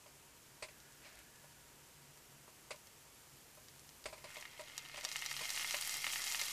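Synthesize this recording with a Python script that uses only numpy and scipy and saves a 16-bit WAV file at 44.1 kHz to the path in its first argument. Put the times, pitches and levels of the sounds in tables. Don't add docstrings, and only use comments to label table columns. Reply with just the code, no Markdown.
import sys
import numpy as np
from scipy import signal
from scipy.fft import rfft, irfft
from scipy.io import wavfile

SR = 44100
rng = np.random.default_rng(int(sys.argv[2]) if len(sys.argv) > 2 else 0)


def boost_factor(decibels):
    exponent = np.asarray(decibels, float) / 20
    return 10 ** exponent


def file_out(sig):
    cols = np.atleast_2d(sig).T
    lim = np.clip(cols, -1, 1)
    pcm = np.round(lim * 32767).astype(np.int16)
    wavfile.write(sys.argv[1], SR, pcm)


N = 287526

# time_s, level_db
FRYING_VIGOUR = [(4.15, -76), (4.24, -66), (4.31, -57.5), (4.42, -58), (4.5, -62.5), (4.76, -58.5),
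                 (4.9, -60.5), (4.97, -56.5), (5.03, -57), (5.12, -53), (5.36, -51.5), (5.52, -49),
                 (5.7, -48.5), (6.05, -48.5), (6.25, -48), (6.52, -48)]
FULL_BOIL_DB = -48
# full_boil_db, steepness (dB per dB of vigour)
BUBBLE_SIZES = [
    (-47.5, 0.87),
    (-49.5, 1.72),
    (-50, 1.86),
]
# freq_hz, level_db
SIZZLE_COLOUR = [(400, -17), (800, -7), (1350, -9.5), (1600, -14), (1850, -4.5), (2400, -0.5), (3300, -1),
                 (3600, -2.5), (5500, 4.5), (9000, 2.5), (13000, 2.5), (15500, -4)]
# freq_hz, width_hz, level_db
PAN_MODES = [(1385, 82, 0), (1850, 57, 2), (2000, 30, -14), (2120, 70, -2), (2260, 47, -9), (2450, 31, -13),
             (2860, 110, -26), (3210, 65, 2), (4170, 41, 0), (4800, 82, -7), (5500, 68, -29)]
# delay_s, level_db
ECHOES = [
    (.0021, -54),
    (.0032, -21),
    (.0095, -15.5),
]
COUNTER_ECHO_S, COUNTER_ECHO_DB = .00105, -4
BUBBLE_DAMPING = 1.3
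# time_s, peak_db, pitch_hz
SPITS = [(0.4194, -51, 7500), (0.8023, -46, 5500), (0.9232, -47, 7800), (1.1549, -45, 9000),
         (1.1901, -42, 11000), (1.3573, -48, 8000), (2.1741, -44, 9000), (2.7617, -45, 5900),
         (2.8711, -43, 6300), (3.2709, -53, 7800), (3.5512, -45, 11000), (3.6846, -42, 5500),
         (3.7947, -43, 7000), (3.8033, -46, 10500), (3.8916, -42, 5500), (4.0417, -39, 5200)]
# time_s, peak_db, pitch_hz
HEAP_POPS = [(4.2715, -46, 2800), (4.3043, -45, 2100), (4.3585, -41, 2300), (4.3683, -41, 3900),
             (4.3844, -44, 2400), (4.41, -39, 6300), (4.4146, -41, 5200), (4.4254, -40, 2400),
             (4.4536, -38, 2100), (4.5959, -42, 2400), (4.6111, -38, 8400), (4.6825, -44, 3000),
             (4.6983, -43, 2600), (4.7792, -25, 6300), (4.7832, -41, 3900), (4.7931, -40, 3200),
             (4.8512, -41, 3000), (4.8607, -42, 2800), (4.8871, -42, 5200), (4.8971, -40, 2600),
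             (4.9454, -39, 2600), (4.9603, -38, 2800), (4.972, -36, 5900), (4.9903, -39, 2800),
             (5.0106, -36, 5200)]
# time_s, peak_db, pitch_hz
LOUD_POPS = [(5.0429, -30, 6300), (5.05, -21, 5500), (5.0542, -34, 4200), (5.0895, -31, 5500),
             (5.1158, -29, 5200), (5.1247, -32, 6300), (5.1588, -26, 2800), (5.165, -26, 6800),
             (5.191, -33, 5500), (5.2168, -32, 6800), (5.2224, -29, 2600), (5.2545, -34, 3900),
             (5.2619, -24, 5500), (5.3121, -27, 5200), (5.3152, -30, 2300), (5.3283, -31, 7800),
             (5.3659, -28, 4200), (5.3928, -34, 2800), (5.4546, -32, 3000), (5.4932, -28, 4500),
             (5.5037, -24, 6300), (5.5552, -29, 7800), (5.5624, -27, 6800), (5.5759, -28, 2800),
             (5.5958, -31, 2600), (5.6098, -30, 9600), (5.6336, -29, 10300), (5.6459, -29, 2400),
             (5.7091, -23, 6300), (5.7258, -30, 5900), (5.745, -25, 2600), (5.7682, -28, 6300),
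             (5.8119, -23, 9000), (5.8242, -26, 4800), (5.8495, -29, 6800), (5.8746, -23, 10300),
             (5.8947, -24, 6300), (5.9104, -29, 7800), (5.942, -25, 6800), (5.9691, -26, 10300),
             (6.0434, -26, 2600), (6.0669, -24, 2800), (6.1258, -27, 8400), (6.1342, -29, 2800),
             (6.1589, -28, 2400), (6.2186, -29, 5200), (6.2407, -26, 5500), (6.2669, -28, 7300),
             (6.2751, -28, 5200), (6.3003, -28, 9600), (6.3156, -27, 5900), (6.3229, -24, 6300),
             (6.347, -24, 2800), (6.3547, -27, 5500), (6.3954, -25, 4500), (6.4145, -22, 6300),
             (6.4557, -28, 10300), (6.4831, -28, 5200)]
# time_s, level_db
SIMMER_FIZZ = [
    (0.0, -63),
    (1.68, -62),
    (2.29, -62),
    (4.14, -59),
    (4.3, -63),
]
# start_s, peak_db, hardness_db (treble, relative), contact_s
KNOCKS = [(0.06, -54.5, -6, 0.021), (0.623, -42, 2, 0.041), (0.684, -57, 3, 0.025), (1.053, -59, 1, 0.03),
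          (1.44, -55.5, -12, 0.036), (2.479, -50, -12, 0.021), (2.706, -40, 0.5, 0.026),
          (2.744, -48, -13, 0.015), (3.571, -51.5, -13, 0.029), (4.056, -35.5, -3.5, 0.022),
          (4.084, -47.5, -5, 0.037), (4.127, -44, -6.5, 0.046), (4.178, -53, -0.5, 0.013),
          (4.24, -45, -3.5, 0.037), (4.367, -44, -9, 0.026), (4.593, -41, -7, 0.028),
          (4.94, -50.5, 1.5, 0.018), (4.976, -40.5, -2.5, 0.021), (5.034, -45.5, -1.5, 0.055),
          (5.409, -39, -0.5, 0.021), (5.739, -38.5, 0, 0.022), (6.066, -60.5, 21, 0.011),
          (6.414, -48, 12, 0.015)]
# freq_hz, level_db, t60_s
HOB_MODES = [(515, -13, 0.14), (575, -7.5, .05), (595.4, 1.5, 0.12), (627, 0, 0.12), (785, -3.5, 0.045),
             (955, -4.5, 0.09), (1020, -5, 0.11), (1140, -10.5, 0.072)]
# freq_hz, level_db (per Hz)
CLACK_COLOUR = [(900, -11), (1700, -8.5), (2300, 1.5), (2600, -2.5), (3100, -9), (3800, -8.5), (4400, -5),
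                (4900, -5), (5700, -14), (9200, -10.5), (10000, -17.5), (14000, -63)]
# level_db, pitch_hz, t60_s
THUMP = (-59, 52, 0.38)
THUMP_S = 4.05
# start_s, hold_s, level_db
BRUSHES = [
    (1.05, 0.032, -60.5),
    (1.12, 0.071, -71),
    (1.19, 0.0089, -67.5),
]
# freq_hz, level_db (per Hz)
BRUSH_COLOUR = [(400, -14), (620, 0.5), (1000, -7), (1450, -1), (2300, 2), (3200, -4), (5000, -6),
                (9000, -18), (14000, -29)]
# start_s, hold_s, level_db
WHISTLES = [
    (.72, 0.68, -74),
]
# freq_hz, width_hz, level_db
WHISTLE_BANDS = [
    (1456, 69, -4),
    (1624, 64, -6),
    (1710, 79, -2),
]
# freq_hz, level_db (per Hz)
AIR_COLOUR = [(20, -16), (55, -6), (106, -5.5), (140, -4.5), (170, -7.5), (360, -7.5), (700, -11),
              (1300, -11.5), (3000, -13), (3800, -18), (7500, -13.5), (9200, -19), (12700, -19.5),
              (14700, -26.5)]
AIR_DB = -63
# freq_hz, width_hz, level_db
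DRONES = [
    (54.3, 17, -81),
    (141.4, 9.2, -75),
    (940, 29, -80.5),
]


def sizzle():
    vigour_db = in_time(FRYING_VIGOUR, silent_db=-120)[0] - FULL_BOIL_DB
    levels = [db + steepness * vigour_db for db, steepness in BUBBLE_SIZES]
    bursts = grains(6000, spread_db=3.4)
    dealt = rng.integers(0, 12, N)
    out = 0
    for k, hz in enumerate(np.geomspace(1300, 13000, 12)):
        size = np.interp(np.log(hz), np.log([2600, 5700, 11000]), [0, 1, 2])
        level_db = sum(max(1 - abs(size - j), 0) * level for j, level in enumerate(levels))
        one = rms_one(bubble(bursts * (dealt == k), hz))
        delay = int(COUNTER_ECHO_S * SR * rng.uniform(0.864, 2.5))
        one = one + boost_factor(COUNTER_ECHO_DB - 11) * np.roll(one, delay)
        flicker_db = 1.2 * drift(14)
        out = out + boost_factor(level_db + flicker_db - 7) * one
    return colour(in_pan(out, ring_db=1, tail_db=-30, tail_t60=.08), SIZZLE_COLOUR)


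def pops():
    bursts = lesser_pops() + SPITS + HEAP_POPS + LOUD_POPS
    out = np.zeros(N + 256)
    spots = rng.standard_normal((len(bursts), 3))
    for (s, db, hz), spot in zip(bursts, spots):
        click = np.zeros(256)
        click[0] = 1
        click[int(COUNTER_ECHO_S * SR + 1.5 * spot[0])] = boost_factor(COUNTER_ECHO_DB + 1.5 * spot[1])
        edge_db = -12.5 + 4 * spot[2]
        crack = boost_factor(edge_db) * np.convolve(click, [.5, -1, .5])[:256]
        i = int(s * SR)
        out[i:i + 256] += boost_factor(db + 4.5) * (bubble(click, hz) + crack)
    return in_pan(band(out[:N], 800, 19500), ring_db=-3, tail_db=-27, tail_t60=.05)


def lesser_pops():
    per_s, over_boil_db, spread_db = 34, 15, 2.5
    low_hz, high_hz = 2800, 10000
    s, db = np.transpose(FRYING_VIGOUR)
    draw = rng.random((int(per_s * (s[-1] - s[0])), 3))
    when = s[0] + (np.arange(len(draw)) + draw[:, 0]) / per_s
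    level_db = np.interp(when, s, db) + over_boil_db + spread_db * (2 * draw[:, 1] - 1)
    pitch_hz = low_hz * (high_hz / low_hz) ** draw[:, 2]
    return list(zip(when, level_db, pitch_hz))


def bubble(clicks, hz):
    r, w = np.exp(-BUBBLE_DAMPING * hz / SR), 2 * np.pi * hz / SR
    return signal.lfilter([0, 1], [1, -2 * r * np.cos(w), r * r], clicks + 1e-18) * np.sin(w)


def in_pan(x, ring_db, tail_db, tail_t60):
    t = np.arange(int(.25 * SR)) / SR
    diffuse = band(rng.standard_normal(len(t)), 460, 25000)
    reply = boost_factor(tail_db - 60 * t / tail_t60) * diffuse * (t > .0012)
    reply[0] = 1
    for s, db in ECHOES:
        reply[int(s * SR)] += boost_factor(db)
    rings = sum(boost_factor(db + ring_db) * resonate(x, hz, width) for hz, width, db in PAN_MODES)
    return signal.fftconvolve(x + rings, reply)[:N]


def simmer():
    fizz = rms_one(band(grains(3000, spread_db=1.5), 3100, 13900))
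    return boost_factor(in_time(SIMMER_FIZZ)[0] - 6) * fizz


def knocks():
    out, edge = np.zeros(N), np.zeros(N)
    t = np.arange(int(.2 * SR)) / SR
    for s, db, hard_db, contact in KNOCKS:
        draw = rng.standard_normal((3, len(t)))
        hold = max(contact, .002)
        rattle = draw[0] * np.exp(-(t / (0.44 * hold)) ** 2)
        rattle[0] += 8
        thud = 0
        for (hz, mode_db, t60), vary in zip(HOB_MODES, draw[1]):
            mode = boost_factor(-60 * t / t60) * np.sin(2 * np.pi * hz * t)
            ring = signal.fftconvolve(rattle, mode)[:len(t)]
            thud = thud + boost_factor(mode_db + 1.5 * vary) * ring / np.abs(ring).max()
        thud = boost_factor(db + 2) * thud / np.abs(thud).max()
        rise = 1 - np.exp(-t / .0015)
        fall = np.exp(-(t / (0.0082 + 0.31 * hold)) ** 1.18) + boost_factor(-16.5 - 60 * t / 0.11)
        clack = boost_factor(db + hard_db + 8.5) * draw[2] * rise * fall
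        i = int(s * SR)
        out[i:i + len(t)] += thud[:N - i]
        edge[i:i + len(t)] += clack[:N - i]
    return band(band(out, 530, 5500), 320, 8600) + colour(edge, CLACK_COLOUR)


def thump():
    db, hz, t60 = THUMP
    t = np.maximum(np.arange(N) / SR - THUMP_S, 0)
    return boost_factor(db - 60 * t / t60) * np.sin(2 * np.pi * hz * t)


def brush():
    friction = grains(4000, spread_db=5) * rng.choice([-1, 1], N)
    gain = swell(BRUSHES, rise_db_per_s=400, fall_db_per_s=250)
    return gain * rms_one(colour(friction, BRUSH_COLOUR))


def whistle():
    bands = sum(boost_factor(db) * narrow_noise(hz, width) for hz, width, db in WHISTLE_BANDS)
    return swell(WHISTLES, rise_db_per_s=300, fall_db_per_s=27) * bands


def kitchen_air():
    air = boost_factor(AIR_DB) * rms_one(colour(rng.standard_normal(N), AIR_COLOUR))
    for hz, width, db in DRONES:
        air += boost_factor(db) * narrow_noise(hz, width)
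    return air


def narrow_noise(hz, width_hz):
    return rms_one(resonate(resonate(rng.standard_normal(N), hz, width_hz), hz, width_hz))


def grains(per_s, spread_db):
    sizes = boost_factor(spread_db * np.minimum(rng.exponential(1, N), 3))
    clumps = boost_factor(1.2 * drift(25))
    return rms_one(sizes * (rng.random(N) < per_s * clumps / SR))


def drift(rate):
    r = np.exp(-80 * np.pi * rate / SR)
    noise = rng.standard_normal(N // 40 + 2002)
    slow = signal.lfilter([1], [1, -2 * r, r * r], noise)[2000:]
    return np.interp(np.arange(N) / 40, np.arange(len(slow)), rms_one(slow))


def swell(rows, rise_db_per_s, fall_db_per_s):
    t = np.arange(N) / SR
    gain = 0
    for s, hold, db in rows:
        rise_db = rise_db_per_s * np.maximum(s - t, 0)
        fall_db = fall_db_per_s * np.maximum(t - s - hold, 0)
        gain = gain + boost_factor(db - rise_db - fall_db)
    return gain


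def in_time(rows, silent_db=None):
    s, *columns = np.transpose(rows)
    t = np.arange(N) / SR
    return [np.interp(t, s, c, left=silent_db, right=silent_db) for c in columns]


def colour(x, points, size=8192):
    hz, db = np.transpose(points)
    grid = np.arange(1, size // 2 + 2) * SR / size
    cepstrum = irfft(np.interp(np.log(grid), np.log(hz), db) * np.log(10) / 20)
    cepstrum[1:size // 2] *= 2
    cepstrum[size // 2 + 1:] = 0
    return signal.fftconvolve(x, irfft(np.exp(rfft(cepstrum))))[:len(x)]


def resonate(x, hz, width_hz):
    r = np.exp(-np.pi * width_hz / SR)
    zeros = (1 - r * r) / 2 * np.array([1, 0, -1])
    poles = [1, -2 * r * np.cos(2 * np.pi * hz / SR), r * r]
    return signal.lfilter(zeros, poles, x + 1e-18)


def band(x, low_hz, high_hz):
    edges = [low_hz, min(high_hz, SR * .45)]
    return signal.sosfilt(signal.butter(2, edges, "band", fs=SR, output="sos"), x + 1e-18)


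def rms_one(x):
    return x / np.sqrt(np.mean(x ** 2) + 1e-20)


def scene():
    near = knocks() + sizzle() + simmer() + pops()
    behind = thump() + brush() + whistle() + kitchen_air()
    return (near + behind)[None]


def roll_off(x):
    return signal.sosfilt(signal.butter(12, 15810, fs=SR, output="sos"), x)


def record(dry):
    low_pass = signal.cheby2(20, 45, 15150 * 1.012, fs=SR, output="sos")
    mix = signal.sosfilt(low_pass, dry)
    return roll_off(mix)


dry = scene()
out = record(dry)
file_out(out)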